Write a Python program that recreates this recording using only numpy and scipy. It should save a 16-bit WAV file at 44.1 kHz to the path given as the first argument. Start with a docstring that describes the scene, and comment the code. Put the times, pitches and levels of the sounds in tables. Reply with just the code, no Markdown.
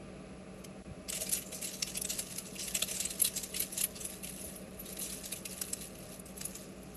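"""A flaky pastry pulled apart

Two hands slowly pull a flaky baked pastry apart, close to a phone in a small kitchen.
The crust snaps in avalanches of tiny ringing fractures, over a fine crumbling of thin layers, and the
hollow body knocks in damped modes. Behind it an appliance drones and throbs as modulated sines over
filtered noise; the hands make two soft bumps of falling pitch, and a faint hiss lies under all."""
import sys
import numpy as np
from scipy import signal
from scipy.fft import rfft, irfft, next_fast_len
from scipy.io import wavfile
from scipy.ndimage import uniform_filter1d, map_coordinates

SR = 44100
rng = np.random.default_rng(int(sys.argv[2]) if len(sys.argv) > 2 else 0)


def waveform_to_disk(signal):
    """Save audio, clipped to [-1, 1], as 16-bit WAV at the path in sys.argv[1]."""
    frames = np.transpose(np.atleast_2d(signal))
    scaled = np.clip(frames, -1, 1) * 32767
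    samples = np.round(scaled).astype(np.int16)
    wavfile.write(sys.argv[1], SR, samples)


N = 307332  # samples, just under 7 s


def amp(db):
    """Level is logarithmic: 20 dB make a tenfold amplitude."""
    return 10 ** (np.asarray(db) / 20)


def unit(x):
    """Mean power sets the level: scale to rms 1."""
    return x / np.sqrt(np.mean(x ** 2) + 1e-20)


def along(points, hz):
    """Pitch is logarithmic: interpolate (Hz, value) points on a log frequency axis."""
    f, v = np.transpose(points)
    return np.interp(np.log(hz + 1), np.log(f + 1), v)


def curve(rows):
    """Slow control: interpolate (second, value) rows linearly, holding the end values."""
    return np.interp(np.arange(N) / SR, *np.transpose(rows))


def wobble(rate):
    """Band-limited random modulation: a smooth curve through random knots, rate of them a second."""
    knots = rng.standard_normal(2000)
    return map_coordinates(knots, [np.arange(N) * rate / SR], mode="wrap")


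def coloured(x, gain_db):
    """Minimum-phase filtering: folding the cepstrum makes a gain in dB by frequency causal."""
    size = 2 * next_fast_len(len(x) // 2 + 1024)
    gain = amp(gain_db(np.fft.rfftfreq(size, 1 / SR)))
    cepstrum = irfft(np.log(gain + 1e-6))
    cepstrum[1:size // 2] *= 2
    cepstrum[size // 2 + 1:] = 0
    response = np.exp(rfft(cepstrum))
    return irfft(rfft(x, size) * response, size)[:len(x)]


def band(points, hz):
    """Band limiting: a spectrum in dB, falling 24 dB per octave below its points and 96 above."""
    octaves_above = np.maximum(np.log2((hz + 1) / points[-1][0]), 0)
    octaves_below = np.maximum(np.log2(points[0][0] / (hz + 1)), 0)
    return along(points, hz) - 96 * octaves_above - 24 * octaves_below


def resonances(peaks, hz):
    """Resonance: a sum in dB of bell-shaped (Hz, half width Hz, dB) peaks and notches."""
    return sum(db / (1 + ((hz - centre) / width) ** 2) for centre, width, db in peaks)


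def hiss():
    """Stationary random noise: the microphone's faint, steady hiss."""
    # Spectrum of the hiss. Each row: frequency in Hz, relative density in dB per Hz.
    hiss_colour = [(1000, 2), (4000, 16), (8200, 14.5), (9200, -16), (10100, 20.5), (11000, 21.5),
                   (11700, -18)]
    return amp(-66.0) * unit(coloured(rng.standard_normal(N), lambda hz: band(hiss_colour, hz)))


def throb(hz, db, beats_per_s, depth, ebb, ebb_every_s):
    """Amplitude modulation: a tone swells and sinks with an uneven beat that ebbs and returns."""
    t = np.arange(N) / SR
    beat = np.cos(2 * np.pi * beats_per_s * t + 1.0 * wobble(0.92))
    beat_depth = depth - ebb * np.cos(2 * np.pi * t / ebb_every_s)
    carrier = np.sin(2 * np.pi * hz * t + 0.42 * wobble(5.3))
    return amp(db) * unit((1 + beat_depth * beat) * carrier)


def appliance():
    """Additive synthesis: a throbbing drone and phase-modulated tones over resonant air noise."""
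    # Steady motor and fan tones. Each row: frequency in Hz, rms level in dB before the overall gain.
    hum_tones = [(59.7, -62.5), (148, -66.5), (152.5, -62.5), (256, -65.5), (339, -65.5), (420, -66),
                 (462, -64.5), (619, -66), (764.5, -68), (875, -75.5), (1017, -74), (1120, -85)]
    # Air noise in the room. Each row: frequency in Hz, relative density in dB per Hz.
    air_colour = [(20, -16), (42, -4.5), (58, 1), (78, -4), (135, -4), (190, -1.5), (300, -4), (500, -6.5),
                  (640, -6), (800, -18), (950, -26.5), (1160, -14), (1400, -18), (1800, -21.5),
                  (2600, -18.5), (3200, -28), (5000, -32)]
    # Room resonances and notches in the air noise. Each row: centre in Hz, half width in Hz, gain in dB.
    room_peaks = [(265, 7.7, 1.5), (372, 14, -2), (422, 17, 5.5), (487, 16, -5), (529, 12, 4),
                  (623, 35, 3.5), (729, 16, -5.5), (780, 15, 6.5), (1163, 22, 4), (2540, 120, 2.5)]
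    # Overall gain with one brief dip, ends held. Each row: time in seconds, gain in dB.
    dip = [(0.821, -1.5), (0.826, -13), (0.845, -19), (0.849, -1.5)]
    t = np.arange(N) / SR

    def tone(hz):
        """Phase modulation: the higher the tone, the more the motor's flutter blurs it."""
        flutter = 0.12 * wobble(3.88) + hz / 440 * wobble(30)  # radians
        wave = np.sin(2 * np.pi * (hz * t + rng.random()) + flutter)
        return unit(amp(2.8 * wobble(7)) * wave)  # each tone fades in and out by itself

    tones = sum(amp(db) * tone(hz) for hz, db in hum_tones)
    noise = rng.standard_normal(N)
    air = unit(coloured(noise, lambda hz: band(air_colour, hz) + resonances(room_peaks, hz)))
    air_gain = amp(-50.0 + 0.43 * wobble(5))
    drone = throb(hz=189.2, db=-52.5, beats_per_s=10.15, depth=0.61, ebb=0.23, ebb_every_s=1.83)
    return (drone + tones + air_gain * air) * amp(curve(dip))


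def kitchen(x, t60, delay):
    """Diffuse reverberation: board and near walls answer with a short, exponentially fading tail."""
    t = np.arange(SR // 2) / SR
    tail = rng.standard_normal(len(t)) * amp(-60 * t / t60) * (t > delay)  # both times in seconds
    return signal.fftconvolve(x, tail / np.linalg.norm(tail))[:N]


def bumps():
    """Gliding pulse: as the hands shift their grip, a low, brief push sags in pitch."""
    # Soft bumps. Each row: centre in seconds, envelope peak in dB, pitch at the centre in Hz,
    # time from the peak to 1/e in ms, fall in octaves per second.
    hand_bumps = [(0.918, -38.5, 100, 6.5, 71), (4.472, -44.5, 75.2, 16, 3.1)]
    t = np.arange(-SR // 8, SR // 8) / SR
    out = np.zeros(N)
    for s, db, hz, length_ms, fall in hand_bumps:
        phase = 2 * np.pi * np.cumsum(hz * 2 ** (-fall * t)) / SR
        swell = np.exp(-(1000 * t / length_ms) ** 2)
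        out[round(s * SR) - len(t) // 2:][:len(t)] += amp(db) * swell * np.sin(phase)
    return out


def knocks():
    """Modal synthesis: the soft, hollow body rings in damped modes as a larger piece lets go."""
    # Knocks. Each row: start in seconds, level in dB to which the mode levels are added.
    knock_times = [(1.13, -57), (1.175, -59), (1.215, -56), (1.527, -55), (2.112, -56.5), (2.194, -61),
                   (2.753, -57.5), (2.823, -53), (2.914, -55), (4.44, -56), (5.325, -55)]
    # Modes of the hollow pastry. Each row: frequency in Hz, mean relative level in dB, t60 in seconds.
    hollow_modes = [(496, 10, 0.074), (630, 15.5, 0.09), (710, 5, 0.075)]
    t = np.arange(SR // 8) / SR
    onset = 1 - np.exp(-t / 0.0025)
    out = np.zeros(N)
    for s, db in knock_times:
        ring = np.zeros(len(t))
        for hz, level, t60 in hollow_modes:
            fading = amp(level + rng.normal(0, 2) - 60 * t / t60)
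            ring += fading * np.sin(2 * np.pi * hz * t)
        out[round(s * SR):][:len(t)] += amp(db) * ring * onset
    return out


def splinters(when, size, life_ms, length):
    """Impulsive excitation: each tiny fracture, at its sample, rings briefly at a pitch of its own."""
    t = np.arange(96) / SR
    count = len(when)
    hz = rng.uniform(800, 13500, (count, 1))
    life = life_ms / 1000 * np.exp(0.5 * rng.standard_normal((count, 1)))
    signed_size = (size * rng.choice([-1, 1], count))[:, None]
    # dividing by the root of the life keeps long rings from carrying more energy
    rings = signed_size * np.sin(2 * np.pi * hz * t) * np.exp(-t / life) / np.sqrt(life)
    places = when[:, None] + np.arange(len(t))
    return np.bincount(places.ravel(), rings.ravel(), length)[:length]


def fractures(length, count, spread_db, life_ms, rub):
    """Shot noise: splinters of unequal size over the noisy rub of the broken faces; rms 1."""
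    size = amp(spread_db * np.clip(rng.standard_normal(count), -2, 2))
    shower = splinters(rng.integers(length, size=count), size, life_ms, length)
    return unit(unit(shower) + rub * rng.standard_normal(length))


def clumps(count):
    """Clustered shot noise: an rms 1 envelope of unequal little avalanches, each starting sharply."""
    spread_db, decay_ms = 3.0, 7.0
    steady = 0.75  # constant power between the avalanches, against their mean power of 1
    size = amp(spread_db * np.clip(rng.standard_normal(count), -2, 1.5))
    starts = ((np.arange(count) + rng.random(count)) * N / count).astype(int)
    ms = np.arange(SR // 30) / SR * 1000
    shape = (1 - np.exp(-ms / 0.5)) * np.exp(-ms / decay_ms)
    power = abs(signal.fftconvolve(np.bincount(starts, size ** 2, N), shape ** 2)[:N])
    return unit(np.sqrt(power / power.mean() + steady))


def dappled(x, depth_db):
    """Time-varying spectrum: the colour shifts as one flake after another takes the strain; rms 1."""
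    z = signal.stft(x, nperseg=256)[2]
    field = rng.standard_normal(z.shape)
    field = uniform_filter1d(field, size=4, axis=0)  # smooth over frequency
    field = uniform_filter1d(field, size=6, axis=1)  # smooth over time
    return unit(signal.istft(z * amp(depth_db * unit(field)), nperseg=256)[1][:N])


def crumbling():
    """Size sets spectrum: thin layers splinter in clumps, large flakes sounding lower and longer."""
    # Strain of the layers. Each row: time in seconds, crumbling level in dB before random fluctuation.
    strain_level = [(0.0, -88), (0.5, -91), (0.59, -62), (0.67, -83), (1.06, -71), (1.12, -51.5),
                    (1.38, -49.5), (1.44, -54.5), (1.51, -59), (1.68, -47), (1.81, -51), (1.9, -47),
                    (1.97, -52), (2.005, -62), (2.07, -45), (2.22, -42.5), (2.26, -50.5), (2.33, -46.5),
                    (2.53, -53.5), (2.72, -45.5), (2.95, -44.5), (3.17, -48.5), (3.31, -44.5),
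                    (3.42, -47.5), (3.47, -52), (3.62, -43), (3.68, -51.5), (3.79, -43), (3.91, -56),
                    (4.12, -46), (4.215, -60), (4.26, -53.5), (4.4, -52.5), (4.57, -56), (4.63, -63),
                    (4.77, -60.5), (4.8, -53), (4.84, -59), (4.9, -47.5), (4.955, -55.5), (5.0, -46),
                    (5.38, -48.5), (5.44, -59.5), (5.5, -47), (5.76, -53), (5.785, -51), (5.85, -49.5),
                    (5.95, -57), (6.13, -52.5), (6.19, -58), (6.235, -83), (6.29, -55), (6.33, -62),
                    (6.37, -53.5), (6.64, -51.5), (6.73, -66), (6.97, -58)]
    # Splinter size. Each row: time in seconds, brightness in dB as small flakes' gain over large ones.
    fineness = [(0.6, 0.5), (1.1, -11), (1.6, -7), (2.1, -3.5), (3.0, -1), (3.8, -5), (4.36, 11),
                (4.48, 15.5), (4.75, 3), (4.9, 1), (5.2, -2), (5.7, 3.5), (6.9, -5)]
    # Colour of the crumbling. 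Each row: frequency in Hz, relative density in dB per Hz.
    flake_colour = [(300, -47), (900, -5), (1250, -22), (1750, -0.5), (2300, -3.5), (2750, 1.5), (4750, -3),
                    (8100, -2.5), (8700, -9), (9600, -4), (10100, 0), (11200, 3.5), (11700, -3),
                    (12800, -27)]
    strain = amp(curve(strain_level) + 1.25 * wobble(35)) * clumps(count=800)
    fine = amp(curve(fineness) / 2)  # half the contrast goes to each size
    large = fractures(N, count=9000, spread_db=3, life_ms=0.11, rub=1.0)
    large = amp(0.5 * wobble(70)) * large / fine
    small = fractures(N, count=14000, spread_db=3, life_ms=0.06, rub=1.0)
    small = amp(1.1 * wobble(78)) * small * fine
    low_tilt = [(3000, -6.5), (7000, 3.5), (10000, -5)]  # Hz, dB
    high_tilt = [(3000, -2.0), (7000, -1.0), (10000, 6.5)]
    low = coloured(large, lambda hz: band(flake_colour, hz) + along(low_tilt, hz))
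    high = coloured(small, lambda hz: band(flake_colour, hz) + along(high_tilt, hz))
    return strain * dappled(low + high, depth_db=2.5)


def avalanche(ms, decay_ms):
    """Chain reaction: an accelerating build-up to the peak at 0 ms, then exponential dying away."""
    rise_ms = 3.9 + 0.22 * decay_ms  # a longer avalanche also builds up longer
    return np.exp(-np.where(ms < 0, (abs(ms) / rise_ms) ** 1.4, ms / decay_ms))


def flake(body_db, bright_db, ring_hz, ring_db):
    """Modal colour: a flake's gain in dB by frequency, with a tilt, one main resonance and weak ones."""
    # Common colour of a crust fracture. Each row: frequency in Hz, relative density in dB per Hz.
    crust_colour = [(300, -7.5), (900, -21), (1250, -15), (1750, -17), (2250, -10.5), (2750, -8.5),
                    (4750, -6), (8100, 1.5), (8700, 1), (9500, -2.5), (10100, 10), (11200, 10.5),
                    (11700, 4), (12800, -7.5)]
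    ring_width_hz, ripple_db = 570, 3.5  # half width of the main resonance, depth of the weak ones
    tilt = [(800, 0), (1150, body_db / 2), (1600, body_db / 3), (2000, body_db), (3000, body_db),
            (5000, 0), (8000, 0.0049), (10500, bright_db), (11500, bright_db), (12900, bright_db / 2)]
    heights = np.pad(rng.standard_normal(70), 1)
    weak = np.column_stack([np.geomspace(1200, 13000, num=72), heights])

    def gain_db(hz):
        """Superposition in dB of the flake's resonances on the crust's colour."""
        strong = ring_db / (1 + ((hz - ring_hz) / ring_width_hz) ** 2)
        return band(crust_colour, hz) + along(tilt, hz) + strong + ripple_db * along(weak, hz)

    return gain_db


def snaps():
    """Cascading fracture: each break sets off its neighbours, swelling to a peak and dying out."""
    # Snaps of the crust. Each row: peak time in seconds, level in dB before nearby reflections,
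    # decay to 1/e in ms, lower mids (2 to 3 kHz) in dB, brightness (10.5 to 11.5 kHz) in dB,
    # pitch of the flake in Hz, height of its resonance in dB.
    crust_snaps = [(0.648, -43, 4, 10, -6, 5160, 7), (1.09, -37.5, 4.4, 8, -12, 4850, 12),
                   (1.102, -31, 3.3, 8.5, -2, 7800, 12), (1.13, -33.5, 8.3, 9.5, -9.5, 1400, 4),
                   (1.153, -35.5, 22, 7, -8, 8500, 3), (1.175, -37, 6.8, 10, -8, 7050, 9),
                   (1.21, -37, 19, -2, -7, 2700, 12.5), (1.222, -34, 12, 4.5, -1, 6600, 6),
                   (1.268, -40.5, 18, -3, -10, 2400, 10), (1.297, -31.5, 3.2, 8, -1.5, 4800, 6),
                   (1.319, -35, 6, 2, -4.5, 2700, 2), (1.327, -28.5, 5.7, 0, 3, 3900, 4),
                   (1.335, -26, 10, 1.5, 4.5, 4200, 5), (1.352, -36.5, 21, 2, -17, 5400, -1),
                   (1.373, -36.5, 17, -1.5, 3, 2670, 17), (1.424, -46, 12, 12, -8, 3000, 3),
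                   (1.468, -49, 38, -5, -1, 7400, 15), (1.528, -39.5, 12, 11, -5, 4950, 0),
                   (1.55, -42, 37, -8, -8, 2400, 7), (1.625, -36, 13, -1, -3.5, 2380, 9),
                   (1.648, -34.5, 16, 1.5, -4, 2370, 9), (1.675, -39, 11, 8, -15, 7740, 9),
                   (1.691, -42, 6.6, 5, -21, 3900, 4), (1.742, -43.5, 20, 7, -13, 5740, 13),
                   (1.829, -24.5, 3.0, 5.5, -17.5, 5170, 7), (1.876, -40.5, 17, 10, -9, 4800, 3),
                   (1.955, -37.5, 15, 4.5, -23, 4650, 3), (1.975, -29.5, 8.7, 9.5, 3.5, 5600, 7),
                   (2.02, -29, 3.5, 1, 7, 5900, 8), (2.053, -29.5, 3.1, 8, -18, 8040, 16.5),
                   (2.104, -33, 22, 3.5, -15, 4130, 4), (2.136, -43, 16, 5, -5, 5400, 2),
                   (2.193, -29.5, 8.9, 3.5, -3.5, 7460, 3), (2.27, -46, 8.2, 7, -7, 5000, 4),
                   (2.386, -32.5, 7.6, -1.5, -7, 2370, 6), (2.469, -45.5, 14, 3, -14, 6400, 3),
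                   (2.563, -42, 5.6, 9, -3, 2670, 19), (2.599, -38, 39, 8.5, -11, 5400, 10.5),
                   (2.635, -40, 24, -9, -7, 5760, 5), (2.683, -34.5, 5.6, 15, -2, 6300, 5),
                   (2.753, -25, 6.3, 11.5, -4.5, 7800, 12), (2.768, -33, 8.8, 10, -6, 5850, 12),
                   (2.799, -45, 23, 6, -7, 2700, 5), (2.827, -22.5, 2.2, 7.5, -10, 3500, 15.5),
                   (2.838, -37, 6.5, -3, -10, 3900, 13), (2.888, -39, 32, 10, -5, 5400, 8),
                   (2.915, -34.0, 8.4, 9, -8, 6100, 12), (2.948, -37.5, 18, -3, -10, 2550, 4),
                   (2.971, -35, 7.8, -0.5, -18, 4950, 0), (3.006, -28, 7.5, -1.5, -12, 3930, 3.5),
                   (3.025, -41, 18, 10, -8, 4200, 9), (3.056, -27.5, 4.1, 10.5, -8, 8040, 18.5),
                   (3.073, -44, 5.1, 15, -13, 4000, 10), (3.108, -36.5, 12, 5.5, -10, 4050, 6),
                   (3.156, -48, 8, 7, -10, 5000, 7), (3.202, -30.5, 6.2, 5, -2, 4650, 5),
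                   (3.222, -17, 2.9, 10.5, 14.5, 7700, 15), (3.25, -26, 14, 0.5, -0.5, 3800, 11),
                   (3.277, -32, 7.6, 8, -2, 4650, 11), (3.368, -33, 19, -1, -10, 7900, 4),
                   (3.379, -36, 7, 4, -6, 4050, 14), (3.438, -34, 6.6, 5, -2, 7500, 5),
                   (3.547, -34, 5.1, 19, -6, 7800, 8), (3.567, -34.5, 18, 5, -5.5, 4050, 8),
                   (3.605, -27, 5.4, 9.5, 3, 4000, 1), (3.626, -32.5, 13, 6, 1, 4350, 6),
                   (3.729, -38.5, 17, 4.5, 6, 5550, 9), (3.781, -31.5, 12, 5, -1, 7100, 10),
                   (3.813, -26.5, 5.7, 6, -3, 7100, 8), (3.842, -23.5, 5.7, 12, 6, 4600, 3),
                   (3.962, -42.5, 11, 12, -3, 4640, 20), (4.012, -39.5, 15, 8, -3, 7400, 11),
                   (4.052, -33, 11, 4, 1, 7860, 4), (4.236, -39.5, 6.3, 11, 7, 4500, 4),
                   (4.248, -38.5, 9.7, 14, 1, 4650, 3), (4.274, -42.5, 9.1, 10, -5, 5000, 4),
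                   (4.296, -40, 6.2, 8, 3, 6400, 4), (4.365, -50, 7, -3, -10, 7800, 2),
                   (4.416, -43, 11, -4, 7, 6600, 11), (4.449, -39, 25, -2, 11, 6650, 13),
                   (4.564, -44.5, 17, 0, 25, 6600, 1), (4.796, -45, 17, 8, 18, 2400, 10),
                   (4.861, -46.5, 18, 6, -4, 3900, 7), (4.929, -41.5, 5, 5, 1, 4000, 6),
                   (4.972, -42, 4.4, 8, -10, 5400, 7), (4.994, -35, 4.5, -2, 9, 7500, 8),
                   (5.019, -36.5, 23, -1, -3, 3900, 4.5), (5.047, -41, 7, -4, -2, 2700, -2),
                   (5.06, -41, 15, 5, -4, 6400, 2), (5.102, -40.5, 8.8, 6, -5, 4000, 9),
                   (5.129, -39, 23, 4.5, -4.5, 4950, 3), (5.242, -42.5, 7.1, -4, -13, 2700, 10),
                   (5.259, -38.5, 6.6, -4, -19, 4050, 6), (5.327, -30, 3.8, 7, 2.5, 4200, 11.5),
                   (5.337, -36, 4.6, 2, 0, 2550, 13), (5.362, -43, 9.7, 9, -3, 4000, 0),
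                   (5.458, -33.5, 4.2, 11, -2, 4760, 4), (5.581, -42, 5.3, 5, 2, 2700, 4),
                   (5.619, -28, 3.5, -3.5, -7, 1460, 8), (5.642, -45.5, 5, 9.5, -12, 4000, 10),
                   (5.686, -44.5, 11, 6, -3, 1500, 5), (5.705, -45, 5, 0, -1, 6400, 5),
                   (5.735, -27.5, 3.5, 0.5, -7.5, 7800, 4), (5.813, -44, 16, 8, -7, 4070, 5),
                   (5.844, -46.5, 9, 7, -4, 2700, 5), (6.121, -52, 6, 9, -7, 4700, 9),
                   (6.2, -42, 3.6, -2, 5, 7650, 2), (6.263, -46.5, 8.4, -2, -3, 7000, -3),
                   (6.379, -42, 5.6, -5, 9, 7800, 13), (6.415, -35, 3.3, -1, -13, 1500, 10),
                   (6.455, -30, 3.4, -10, 6, 2400, 7), (6.482, -49, 5, 2, 3, 6400, 1),
                   (6.556, -40, 8.7, 3, -7.5, 6600, 8), (6.834, -53, 4, -2, 3, 7800, 1),
                   (6.953, -50.5, 16, -7, 13, 7800, 2)]
    lead = SR // 14  # samples ahead of the peak
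    ms = np.arange(-lead, 2 * lead) / SR * 1000
    out = np.zeros(N + SR)
    for s, db, decay_ms, body_db, bright_db, ring_hz, ring_db in crust_snaps:
        swell = avalanche(ms, decay_ms)
        breaks = swell * fractures(len(ms), count=600, spread_db=1.5, life_ms=0.15, rub=1.0)
        breaks[lead] += 1.2  # the main crack
        crack = unit(coloured(breaks, flake(body_db, bright_db, ring_hz, ring_db)))
        swell_rms = np.sqrt(np.mean(swell ** 2))  # makes the level count at the peak of the swell
        out[round(s * SR) - lead:][:len(ms)] += amp(db) * crack * swell_rms
    return out[:N]


def scene():
    """Superposition: the pastry close by and mostly dry, the kitchen behind it."""
    # Nearby surfaces colour snaps and crumbling alike. Each row: centre in Hz, half width in Hz, gain in dB.
    nearby = [(1186, 63, 0), (2720, 37, 4.5), (3000, 43, 1.5), (3140, 91, -3), (4030, 120, 3),
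              (5100, 63, 2.5), (5000, 92, 1), (6360, 105, 4.5), (6480, 98, -2.5), (7300, 81, -1),
              (8300, 100, 1), (9970, 48, 2), (11300, 140, -13), (11800, 91, 11)]
    pastry = coloured(snaps() + crumbling(), lambda hz: resonances(nearby, hz)) + knocks()
    answer = amp(-17) * kitchen(pastry, t60=0.16, delay=0.0064)
    return (pastry + answer + bumps() + appliance() + hiss())[None]


def record(dry):
    """Low-pass filtering: the phone's band limit cuts steeply above 13 kHz without phase shift."""
    top_hz = 13000
    size = next_fast_len(N + SR // 2)
    hz = np.fft.rfftfreq(size, 1 / SR)
    return irfft(rfft(dry, size) / np.sqrt(1 + (hz / top_hz) ** 120), size)[:, :N]


dry = scene()
out = record(dry)
waveform_to_disk(out)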